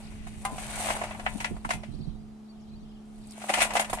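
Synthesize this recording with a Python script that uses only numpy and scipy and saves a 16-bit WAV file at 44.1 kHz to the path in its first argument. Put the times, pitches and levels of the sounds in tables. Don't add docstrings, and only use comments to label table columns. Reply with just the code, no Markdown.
import sys
import numpy as np
from scipy import signal
from scipy.fft import rfft, irfft
from scipy.io import wavfile
from scipy.ndimage import uniform_filter1d

SR = 44100
rng = np.random.default_rng(int(sys.argv[2]) if len(sys.argv) > 2 else 0)


def transcribe(u):
    v = np.clip(np.atleast_2d(u).T, -1, 1)
    q = np.round(v * 32767).astype(np.int16)
    wavfile.write(sys.argv[1], SR, q)


N = 176400
HIT_SAMPLES = 16384
TIME, AGE = np.arange(N) / SR, np.arange(HIT_SAMPLES) / SR
TOP_HZ = 15000


def undb(db):
    return 10 ** (np.asarray(db) / 20)


def unit(x):
    return x / np.sqrt(np.mean(x ** 2))


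def colour(x, spectrum):
    hz, db = np.array(spectrum, float).T
    f = np.fft.rfftfreq(x.shape[-1], 1 / SR) + 1
    gain = undb(np.interp(np.log(f), np.log(hz), db)) * np.minimum(f / hz[0], 1)
    return unit(irfft(rfft(x) * gain, x.shape[-1]))


def pan(left_db):
    return undb(np.array([[1], [-1]]) * left_db / 2)


def white_pair(likeness, size):
    shared, opposed = rng.standard_normal((2, size))
    sides = np.array([[1], [-1]])
    return (np.sqrt(1 + likeness) * shared + np.sqrt(1 - likeness) * opposed * sides) / np.sqrt(2)


def noise(spectrum, likeness, size=HIT_SAMPLES):
    return colour(white_pair(likeness, size), spectrum)


def grains(per_s, spread_db, likeness, size=N):
    touches = rng.random(size) < per_s / SR
    strength = undb(spread_db * np.minimum(rng.exponential(size=size), np.pi))
    return unit(white_pair(likeness, size) * touches * strength)


def drift(per_s):
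    step = int(SR / per_s)
    return uniform_filter1d(np.repeat(rng.standard_normal(N // step + 1), step), step)[:N]


def fade(x, rise_s, fade_s):
    y = x * (1 - np.exp(-AGE / rise_s)) * undb(-60 * AGE / fade_s)
    return y / np.sqrt(np.mean(y[..., :SR // 50] ** 2))


def handover(sounds, per_s):
    shares = np.array([np.exp(drift(per_s)) for _ in sounds])
    shares = shares / np.sqrt(np.sum(shares ** 2, axis=0))
    return unit(sum(x * share for x, share in zip(sounds, shares)))


def add(out, start_s, sound):
    i = int(np.clip(start_s * SR, 0, N - 1))
    out[:, i:i + HIT_SAMPLES] += sound[:, :N - i]


def metal_tones(table, ear_lag_rad):
    out = 0
    for hz, db, fade_s in table:
        phase = rng.uniform(0, 2 * np.pi)
        lag = min(ear_lag_rad * (hz / 1000) ** 2, np.pi) * (1 + 0.64 * rng.standard_normal())
        swing = np.sin(2 * np.pi * hz * AGE + phase + np.array([[lag], [0]]))
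        out = out + undb(db + 2 * rng.standard_normal() - 60 * AGE / fade_s) * swing
    return out / np.sqrt(np.mean(out[:, :SR // 50] ** 2))


# pitch_hz, level_db
SKIN_TONE = [(600, -38), (2500, -8.5), (4000, -5), (5000, -12), (6800, -3.5), (9000, 3), (10500, -4),
             (12500, -14.5), (15500, -22)]
def skins(per_s, peak_db, size):
    f, peak_width_hz = np.fft.rfftfreq(size, 1 / SR), 130
    peaks_db = peak_db * np.interp(f / peak_width_hz, np.arange(SR // 100), rng.standard_normal(SR // 100))
    contacts = grains(per_s, spread_db=1.15, likeness=-0.042, size=size)
    return colour(irfft(rfft(contacts) * undb(peaks_db), size), SKIN_TONE)


# pitch_hz, level_db, fade_s
TRAY_TONES = [(578, -14, .22), (619, -6, .18), (722, -5, .26), (783, -11, .3), (868, -11, .17),
              (915, -5, .21), (1004, -13, .4), (1400, -3, .17), (1700, -1.5, .14), (1785, -6, .2),
              (1972, 3, .11), (2085, 4, .14), (2296, -3, .15), (2472, -4, .17), (2604, -2, .17),
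              (2906, -5, .17), (3428, -10, .16)]
# pitch_hz, level_db
TRAY_SHIMMER = [(300, -36), (480, -13), (700, -10), (1300, -8.5), (2000, -2), (2800, -3), (3700, -12),
                (5000, -14.5), (8000, -14.5), (15000, -43)]
def tray_ring(tones_db=-2.5):
    shimmer = fade(noise(TRAY_SHIMMER, likeness=-0.13), rise_s=.0008, fade_s=.105)
    return (shimmer + undb(tones_db) * metal_tones(TRAY_TONES, ear_lag_rad=0.68)) * pan(left_db=4)


# pitch_hz, level_db
THUD_TONE = [(100, -29), (250, -11.5), (350, -9), (440, -14.5), (610, 1), (780, 1.5), (1000, -4.5),
             (1400, -12), (4000, -57)]
# time_s, rustle_db, scrape_db, bumps_db
GATHERING = [(0.0, -63.5, -59.5, -54), (0.232, -69, -59.5, -82), (0.504, -55.5, -58.5, -47),
             (0.624, -48, -49.5, -51.5), (0.672, -49, -49, -47), (0.782, -43.5, -42.5, -43),
             (0.9, -43, -37.5, -39), (0.96, -47.5, -47, -43), (1.042, -57, -46.5, -43.5),
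             (1.216, -61, -58, -53.5), (1.302, -55, -59, -54.5), (1.432, -56, -53, -51.5),
             (1.606, -71.5, -69.5, -67), (1.757, -67, -58, -54), (1.95, -75, -72, -91)]
LETTING_GO = [(3.05, -78, -80, -79), (3.292, -66, -69, -71), (3.416, -55, -51, -58),
              (3.472, -51.5, -54, -49.5), (3.62, -43, -29.5, -38.5), (3.69, -55, -48.5, -41),
              (3.866, -59, -56, -48.5), (4.0, -59, -54, -52)]
def pile():
    out = np.zeros((2, N))
    flutter = undb(5 + 1.5 * drift(70))
    rustle = flutter * handover([skins(per_s=1500, peak_db=3.5, size=N) for _ in range(4)], per_s=20)
    spots = []
    for _ in range(3):
        catches = grains(per_s=900, spread_db=3.2, likeness=0.99)
        spots.append(signal.fftconvolve(catches, tray_ring(tones_db=-22), axes=1)[:, :N])
    scrape = undb(3) * handover(spots, per_s=9.65)
    bumps = undb(2) * colour(grains(per_s=1500, spread_db=0.73, likeness=0.99), THUD_TONE)
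    for move in GATHERING, LETTING_GO:
        times, *levels = np.array(move).T
        moving = np.interp(TIME, [times[0] - .1, times[0], times[-1], times[-1] + 0.28], [0, 1, 1, 0])
        for sound, db in zip((rustle, scrape, bumps), levels):
            out += sound * undb(np.interp(TIME, times, db)) * moving
    return out


# multiple_of_base_pitch, level_db
HUM_TONES = [(2, -18.5), (3, 0), (4, -23), (5, -20), (6, -21)]
def motor(base_hz=71.45, level_db=-46.5):
    phase = 2 * np.pi * np.cumsum(base_hz * (1 + 0.0029 * drift(3.934))) / SR
    hum = sum(undb(db + 0.085 * drift(5.4)) * np.sin(multiple * phase) for multiple, db in HUM_TONES)
    return undb(level_db) * unit(hum) * pan(left_db=.3)


# pitch_hz, level_db
RUMBLE_TONE = [(20, -8.5), (35, -2), (80, -9), (160, -11), (260, -21.5), (450, -32), (1500, -87)]
# time_s, level_db
WIND_STRENGTH = [(0.0, -56), (0.08, -47.5), (1.49, -48), (1.53, -38.5), (1.61, -53), (1.66, -46.5),
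                 (1.85, -51), (1.89, -50.5), (2.13, -49.5), (2.48, -67), (2.76, -50.5), (3.05, -61),
                 (3.24, -54), (3.45, -65), (3.63, -49), (3.85, -59), (3.95, -43), (4.0, -60)]
# time_s, left_minus_right_db
WIND_DIRECTION = [(0, -7), (1.3, 7), (1.55, -5), (2.05, -18), (2.4, -8.5), (4, -3)]
# start_s, level_db, pitch_hz, left_minus_right_db
PUFFS = [(.52, -38, 179, 13.5), (1.346, -41, 183, 22.5), (1.508, -41, 258, -17.5), (1.652, -40, 185, 5),
         (1.739, -37, 170, -3), (1.888, -41.5, 110, -22), (1.934, -40, 160, -17), (1.989, -38, 151, -12.5),
         (2.068, -38.5, 163, -18.5), (2.82, -48.5, 172, 17)]
def wind():
    rumble = noise(RUMBLE_TONE, likeness=0.25, size=N)
    strength_db = np.interp(TIME, *np.array(WIND_STRENGTH).T) + 4.5 + drift(30.4)
    out = rumble * undb(strength_db) * pan(np.interp(TIME, *np.array(WIND_DIRECTION).T))
    for start_s, db, hz, left_db in PUFFS:
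        tone = [(hz / 4, -12), (hz / 2, -8), (hz, 0), (hz * 2, -16), (hz * 8, -52), (hz * 40, -85)]
        puff = fade(noise(tone, likeness=0.059), rise_s=0.0044, fade_s=0.12)
        add(out, start_s, undb(db) * puff * pan(left_db))
    return out


# pitch_hz, level_db
AIR_TONE = [(150, -38), (250, 0), (263, -7), (559, -17), (675, -9.5), (1000, -19), (1250, -19), (1560, -26),
            (9280, -35.5), (12000, -42), (15000, -66)]
def air():
    return undb(-58) * noise(AIR_TONE, likeness=0.28, size=N)


FLOCK_VOICES = [3000, 3250, 3500, 3900, 4400, 5200]
# time_s, level_db
TWITTER_SWELL = [(0, 4), (2.1, 7.5), (2.4, -7), (2.5, 5.5), (2.9, 8.5), (3.1, 2.5), (4, 8)]
# start_s, pitch_hz, level_db
BIRD_CALLS = [(.02, 4380, -60.5), (1.901, 4090, -63), (1.99, 4310, -62), (2.06, 3340, -66),
              (2.58, 5200, -71.5), (3.2, 4300, -65.5), (3.279, 4320, -59)]
def birds(chirp_s=.08, fall=.18, warble=.17):
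    flock = 0
    for hz in FLOCK_VOICES:
        flicker = undb(5 * drift(17))
        pitch_hz = hz * np.exp(.12 * drift(60))
        flock += flicker / hz * np.sin(2 * np.pi * np.cumsum(pitch_hz) / SR)
    out = undb(-72.5 + np.interp(TIME, *np.array(TWITTER_SWELL).T)) * unit(flock)[None]
    progress = np.minimum(AGE / chirp_s, 1)
    for start_s, hz, db in BIRD_CALLS:
        pitch_hz = hz * (1 - fall * (progress - .5) + warble * drift(249.3)[:HIT_SAMPLES])
        chirp = np.sin(np.pi * progress) * np.sin(2 * np.pi * np.cumsum(pitch_hz) / SR)
        add(out, start_s, 2 * undb(db) * chirp[None])
    echo = fade(rng.standard_normal((2, HIT_SAMPLES)), rise_s=0.00043, fade_s=0.027)
    return signal.fftconvolve(out, echo / np.sqrt(np.sum(echo ** 2) / 2), axes=1)[:, :N]


def crackle(rise_s, fade_s):
    return fade(skins(per_s=7000, peak_db=4.5, size=HIT_SAMPLES), rise_s, fade_s)


# pitch_hz, level_db
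CLACK_TONE = [(600, -9), (950, 6.5), (1450, -2), (2200, -5), (4500, -54)]
# start_s,
# knock_db, knock_hz, clack_db, ring_db, crackle_db
LANDINGS = [(0.119, -52, 680, -71, -60, -89), (0.269, -43, 734, -50, -53.5, -50.5),
            (.581, -38, 717, -44, -43, -47), (.8, -36.5, 720, -46, -56, -42),
            (.868, -40, 750, -42, -41.5, -41), (0.886, -35, 810, -34, -54, -48),
            (.896, -31, 664, -41, -43, -43), (.903, -24.5, 790, -30.5, -36, -38),
            (.952, -45, 690, -40, -53, -56), (.964, -31, 660, -39, -48, -58),
            (1.015, -26.5, 716, -35.5, -42.5, -46), (1.036, -31, 630, -47, -40.5, -45),
            (1.109, -33.5, 690, -48, -40, -78), (1.148, -39, 765, -47, -48, -80),
            (1.196, -38.5, 710, -45, -44, -56), (1.263, -29, 754, -30.5, -27, -70),
            (1.403, -35, 940, -45, -35, -41.5), (1.445, -32, 702, -35, -28.5, -43.5),
            (1.565, -42, 665, -52, -59, -58), (1.648, -41, 980, -32, -46.5, -47.5),
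            (1.691, -32.5, 686, -49, -40, -43), (1.706, -33, 660, -29.5, -28.5, -37),
            (1.734, -40, 840, -53, -39, -42.5), (1.834, -39.5, 610, -51, -46, -61.5),
            (3.377, -44, 670, -58, -62, -53), (3.417, -43, 740, -52, -48, -51),
            (3.438, -33.5, 715, -45, -61, -58), (3.486, -36, 714, -54, -40.5, -44),
            (3.493, -28.5, 825, -31.5, -32.5, -36.5), (3.498, -20.5, 743, -37, -30.5, -42),
            (3.538, -38, 636, -29.5, -23.5, -30), (3.573, -26, 737, -43, -46, -42),
            (3.583, -25.5, 805, -41, -33.5, -34.5), (3.605, -28, 766, -37, -24, -29.5),
            (3.617, -25, 657, -35, -23, -22.5), (3.628, -34, 593, -47, -30.5, -40),
            (3.705, -35, 880, -39.5, -36, -47.5), (3.735, -33, 750, -46, -38, -36),
            (3.753, -23.5, 770, -30, -33, -34), (3.759, -25.5, 760, -40, -31.5, -37),
            (3.767, -21.5, 687, -32, -26.5, -36), (3.795, -21.5, 702, -33, -27, -26.5),
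            (3.816, -32, 664, -41, -36, -56), (3.845, -37.5, 690, -44, -39, -47),
            (3.896, -34.5, 717, -42, -44, -37), (3.93, -21.5, 694, -38.5, -37, -33.5),
            (3.972, -33, 690, -50, -56, -57), (3.985, -40, 800, -48, -39, -65)]
def drops(soft_hz=3300, soft_crackle_db=-28.5, db_per_octave=13.5):
    out = np.zeros((2, N))
    for start_s, knock_db, knock_hz, clack_db, ring_db, crackle_db in LANDINGS:
        knock = undb(-9.5) * fade(AGE * np.sin(2 * np.pi * knock_hz * AGE), rise_s=0.004, fade_s=0.014)
        thud = undb(-9) * fade(noise(THUD_TONE, likeness=1), rise_s=0.00098, fade_s=0.059)
        clack = fade(noise(CLACK_TONE, likeness=-0.61), rise_s=.0008, fade_s=0.047)
        snap = undb(-7) * fade(noise(TRAY_SHIMMER, likeness=0), rise_s=0.000068, fade_s=.016)
        octaves_up = max(crackle_db - ring_db - soft_crackle_db, 0) / db_per_octave
        treble_cut = signal.butter(3, min(soft_hz * 2 ** octaves_up, TOP_HZ), fs=SR, output="sos")
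        ring = undb(ring_db - 3) * signal.sosfilt(treble_cut, tray_ring() + snap)
        jostle = undb(crackle_db - 3) * crackle(rise_s=0.0026, fade_s=0.13)
        add(out, start_s - .004, undb(-18) * (undb(knock_db) * thud + ring))
        add(out, start_s, undb(knock_db) * (knock + thud) + undb(clack_db) * clack + ring + jostle)
    return out


# pitch_hz, level_db, fade_s
BARE_TRAY_TONES = [(740, -7, .09), (793, 1.5, .16), (980, -4, .09), (1019, -.5, .36), (1136, -6, .13),
                   (1210, 0, .11), (1385, -9, .11), (1533, -6, .14), (1573, -5, .12), (2056, -8, .09),
                   (2250, -16, .08)]
def clang(start_s=.451):
    out = np.zeros((2, N))
    bare_ring = undb(-29) * metal_tones(BARE_TRAY_TONES, ear_lag_rad=0.81) * pan(left_db=2.5)
    ring = bare_ring + undb(-38) * tray_ring()
    tick = undb(-37) * crackle(rise_s=0.00018, fade_s=.08)
    add(out, start_s, ring + tick)
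    return out


# start_s, level_db
SKIN_SNAPS = [(3.271, -57), (3.308, -53), (3.32, -53)]
def skin_snaps():
    out = np.zeros((2, N))
    for start_s, db in SKIN_SNAPS:
        add(out, start_s, undb(db) * crackle(rise_s=.0003, fade_s=0.028))
    return out


def scene():
    fruit = drops() + clang() + skin_snaps() + pile()
    return fruit + motor() + wind() + birds() + air()


def record(dry):
    return signal.sosfilt(signal.ellip(8, .2, 70, TOP_HZ, fs=SR, output="sos"), dry)


dry = scene()
out = record(dry)
transcribe(out)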